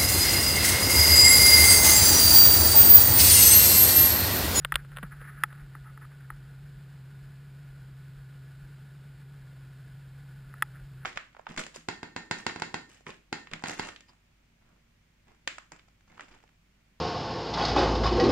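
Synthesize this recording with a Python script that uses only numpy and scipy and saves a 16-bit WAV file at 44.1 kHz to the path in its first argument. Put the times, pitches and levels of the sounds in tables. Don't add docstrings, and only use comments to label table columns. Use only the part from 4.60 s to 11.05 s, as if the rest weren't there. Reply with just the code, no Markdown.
import sys
import numpy as np
from scipy import signal
from scipy.fft import rfft, irfft
from scipy.io import wavfile

SR = 44100
rng = np.random.default_rng(int(sys.argv[2]) if len(sys.argv) > 2 else 0)


def wav_record(signal):
    frames = np.transpose(np.atleast_2d(signal))
    bounded = np.clip(frames, -1, 1)
    quanta = np.round(bounded * 32767).astype(np.int16)
    wavfile.write(sys.argv[1], SR, quanta)


N = 284441
T = np.arange(N) / SR

# frequency in Hz, relative level in dB, t60 in seconds.
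SHELL = [(331, -10.5, 0.015), (850, -16.5, 0.036), (1292, 2.5, 0.018), (1770, 2, 0.013), (1890, -1, .015),
         (2230, -8, 0.011), (2550, -8.5, 0.012), (3377, -17, 0.016), (4340, -46.5, 0.018),
         (5210, -22, 0.0083)]


def gain_of(db):
    return 10 ** (np.asarray(db) / 20)


def evened(x):
    return x / np.sqrt(np.mean(x ** 2) + 1e-20)


def read(points, hz):
    f, value = np.transpose(points)
    return np.interp(np.log(hz + 1), np.log(f + 1), value)


def add(mix, s, sound):
    part = mix[round(s * SR):][:len(sound)]
    part += sound[:len(part)]


def coloured(x, db_of):
    frequencies = np.fft.rfftfreq(N, 1 / SR)
    return irfft(rfft(x) * gain_of(db_of(frequencies)), N)


def wander(hz):
    return evened(coloured(rng.standard_normal(N), lambda f: -10 * np.log10(1 + (f / hz) ** 6)))


def engine():
    # time in seconds, frequency in Hz before the lope, reference level of the orders in dB.
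    exhaust = [(0.0, 143.6, -45), (0.09, 142.0, -45), (0.99, 138.9, -46), (1.11, 136.5, -46),
               (1.47, 136.8, -46), (1.56, 140.3, -48), (1.63, 136.6, -46), (1.92, 136.7, -46),
               (2.01, 139.1, -46), (2.44, 136.7, -46), (2.86, 138.9, -46), (3.34, 134.4, -46),
               (4.4, 137.4, -47), (5.17, 134.2, -47), (5.59, 136.9, -46), (6.02, 134.4, -47),
               (6.45, 135.5, -45)]
    # multiple of the note, mean level in dB against the reference.
    orders = [(1 / 2, -17), (4 / 6, -32.5), (3 / 4, -23), (5 / 6, -24.5), (1, -0.5), (7 / 6, -19),
              (5 / 4, -24.5), (8 / 6, -29.5), (3 / 2, -26), (2, -33)]
    # frequency in Hz, relative level in dB per Hz.
    roar = [(56, -30), (85, -10), (137, -5), (175, -9.5), (230, -16.5), (400, -16), (520, -21.5),
            (1000, -23.5), (2000, -23.5), (3500, -27.5), (6500, -30.5)]
    roar_db, clatter_db = -59, -66

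    s, hz, db = np.transpose(exhaust)
    lope_hz = 7.5 + 2.516 * wander(hz=2.48)
    lope = np.cos(2 * np.pi * np.cumsum(lope_hz) / SR)
    note_hz = np.interp(T, s, hz) + 4.5 * lope + 1.5 * wander(hz=18)
    turns = np.cumsum(note_hz) / SR

    tone = np.zeros(N)
    for multiple, order_db in orders:
        if multiple == 1:
            spread_db = .3
        elif multiple == 1 / 2:
            spread_db = 1.2
        else:
            spread_db = 3
        order_gain = gain_of(order_db + spread_db * wander(hz=9))
        phase = 2 * np.pi * (multiple * turns + rng.random())
        tone += order_gain * np.sqrt(2) * np.cos(phase)
    tone *= gain_of(np.interp(T, s, db))

    firing = np.cos(np.pi * turns)
    crank = np.cos(np.pi * turns / 3)
    strength = 0.94 * lope + 1.1 * wander(hz=10) + 0.8 * firing + 1.26 * crank
    wash_source = rng.standard_normal(N) * gain_of(0.29 * strength)
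    wash = evened(coloured(wash_source, lambda f: read(roar, f)))
    clatter_source = rng.standard_normal(N) * gain_of(0.99 * strength)
    clatter = evened(housing(housing(clatter_source)))
    return tone + gain_of(roar_db) * wash + gain_of(clatter_db) * clatter


def housing(x):
    # resonance in Hz, width in Hz, peak gain in dB for one pass.
    resonances = [(828, 120, -7.5), (1314, 97, -6), (1454, 92, 2.5), (1543, 91, -2.5), (1680, 110, -1),
                  (1950, 77, -16.5)]
    out = 0
    for hz, width, db in resonances:
        b, a = signal.iirpeak(hz, hz / width, SR)
        out = out + gain_of(db) * signal.lfilter(b, a, x)
    return out


def knocks():
    # start in seconds, peak in dB, brightness in dB at 2200 Hz.
    knock_rows = [(0.1214, -12.5, 0), (0.8359, -8.5, 3), (1.151, -32.5, -17), (1.375, -36.5, -14),
                  (1.7024, -26, -12.5), (5.939, -36, -9), (6.0229, -10, 3)]
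    # start in seconds, peak in dB, brightness in dB at 2200 Hz.
    snap_rows = [(.0484, -12, -5), (.1415, -24, -3), (0.1545, -40, -9), (.1565, -5.5, -0.5),
                 (0.248, -44, -16), (0.318, -42.5, -12), (.364, -36, -9), (0.3706, -25, -8.5),
                 (.385, -30, -12.5), (0.4284, -32, -20), (0.431, -30, -13), (0.4352, -31.5, -20),
                 (.615, -39, -15), (0.928, -39.5, -13)]
    # frequency in Hz, relative level in dB, t60 in seconds.
    strap = [(540, -12, 0.016), (953, -23, 0.025), (1182, -10.5, 0.022), (1400, -2.5, 0.014),
             (1547, 3, 0.01), (1800, -4, 0.015), (2120, -11, 0.02), (2880, -0.5, 0.0084), (3117, 3, 0.0077),
             (3420, 2, 0.0083), (3900, -18, 0.016), (4720, -12, 0.007), (5090, -15.5, 0.0078)]
    out = np.zeros(N)
    for s, db, bright_db in knock_rows:
        add(out, s, gain_of(db) * ring(SHELL, bright_db, cycles=1.46))
    for s, db, bright_db in snap_rows:
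        add(out, s, gain_of(db) * ring(strap, bright_db, cycles=1.4))
    return out


def ring(modes, bright_db, cycles):
    t = np.arange(SR // 10) / SR
    out = np.zeros(len(t))
    for hz, db, t60 in modes:
        build = 1 - np.exp(-(t * hz / cycles) ** 2)
        colour_db = bright_db * np.log2(1 + (hz / 2200) ** 2)
        decay = gain_of(db + colour_db - 60 * t / t60)
        out -= build * decay * np.sin(2 * np.pi * hz * t)
    return out / abs(out).max()


def rustle():
    grains = rng.standard_normal((2, N)) * gain_of(3.0 * wander(hz=29.8))
    cloth_gain, creak_gain = strokes()
    b, a = signal.butter(2, [1000, 2400], "band", fs=SR)
    scrape = signal.lfilter(b, a, grains[0])
    cloth = evened(housing(scrape) + gain_of(-34) * grains[0])
    shell_ring = ring(SHELL, bright_db=-15.0, cycles=1.5)
    creak = evened(signal.oaconvolve(grains[1], shell_ring)[:N])
    return cloth * cloth_gain + creak * creak_gain


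def strokes():
    # start in seconds, length in seconds, cloth and creak levels in dB at the top of the arch.
    stroke_rows = [(0.0, .06, -56, -68), (.13, .1, -48, -63), (.3, .05, -58, -72), (.35, .055, -50, -64),
                   (.36, .72, -58, -66), (.42, .07, -57, -60), (.505, .05, -57, -66), (.6, .13, -52, -63),
                   (.73, .17, -55, -62), (.9, .07, -58, -61), (.97, .07, -55, -62), (1.12, .08, -58, -74),
                   (1.24, .09, -60, -53), (1.41, .055, -54, -54), (1.505, .04, -63, -70),
                   (1.59, .08, -60, -65), (1.69, .1, -64, -66), (1.8, .12, -66, -74), (5.9, .2, -60, -76),
                   (6.12, .11, -56, -72), (6.4, .1, -58, -76)]
    peak_at, sharpness = .4, 1.2
    warp = np.log(.5) / np.log(peak_at)
    gains = np.zeros((2, N))
    for s, length, cloth_db, creak_db in stroke_rows:
        u = np.arange(0, 1, 1 / (length * SR))
        arch = np.sin(np.pi * u ** warp) ** sharpness
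        add(gains[0], s, gain_of(cloth_db) * arch)
        add(gains[1], s, gain_of(creak_db) * arch)
    return gains


def thumps():
    # start in seconds, envelope peak in dB.
    thump_rows = [(.029, -44), (.58, -48), (.736, -49), (1.005, -42), (1.195, -51), (1.707, -44),
                  (2.136, -46), (2.612, -50), (3.084, -49), (3.549, -52), (4.012, -48), (5.577, -56),
                  (5.844, -45), (6.201, -44)]
    # start in seconds, envelope peak in dB, frequency in Hz, cycles to the peak.
    thud_rows = [(.136, -33, 53, .9), (.43, -34, 195, 1.0), (.441, -39, 171, 1.2), (.613, -51, 480, 2.1)]
    out = np.zeros(N)
    for s, db in thump_rows:
        add(out, s, push(db, hz=43.0, cycles=1.05))
    for s, db, hz, cycles in thud_rows:
        add(out, s, push(db, hz, cycles))
    return out


def push(db, hz, cycles):
    t = np.arange(SR // 3) / SR
    u = t * hz / cycles
    envelope = u ** 2 * np.exp(2 - 2 * u)
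    return gain_of(db) * envelope * np.sin(2 * np.pi * hz * t)


def rumble():
    # frequency in Hz, relative level in dB per Hz.
    rumble_spectrum = [(20, -24), (30, -11), (41, -0.5), (52, -2), (62, -22), (90, -60)]
    # time in seconds, rms level in dB.
    rumble_level = [(0, -54), (.2, -51), (.6, -56), (.7, -63), (1.7, -63), (1.9, -57), (2.25, -63),
                    (5.6, -64), (6.45, -61)]
    s, db = np.transpose(rumble_level)
    noise = coloured(rng.standard_normal(N), lambda f: read(rumble_spectrum, f))
    return evened(noise) * gain_of(np.interp(T, s, db))


def scene():
    mono = engine() + knocks() + rustle() + thumps() + rumble()
    return np.array([mono, mono])


def record(dry):
    # frequency in Hz, relative level in dB.
    side_spectrum = [(60, -82), (160, -60), (230, -22), (550, -14), (1650, -20.5), (4970, -16),
                     (15000, -43.5)]
    hold_hz, edge_hz = 12000, 15300
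    anti_alias = signal.firwin(61, 5650, window=("kaiser", 4), fs=SR)
    narrow = signal.oaconvolve(dry[0], anti_alias, "same")
    mirrored = narrow * (1 + 2 * np.cos(2 * np.pi * hold_hz * T))
    held = coloured(mirrored, lambda f: 20 * np.log10(abs(np.sinc(f / hold_hz)) + 1e-6))
    flicker = held * rng.standard_normal(N)
    side = coloured(flicker, lambda f: read(side_spectrum, f)) * gain_of(-11.5)
    both = np.array([held + side, held - side])
    low_pass = signal.firwin(1001, edge_hz, window=("kaiser", 9), fs=SR)
    return signal.oaconvolve(both, low_pass[None], "same")


dry = scene()
out = record(dry)
wav_record(out)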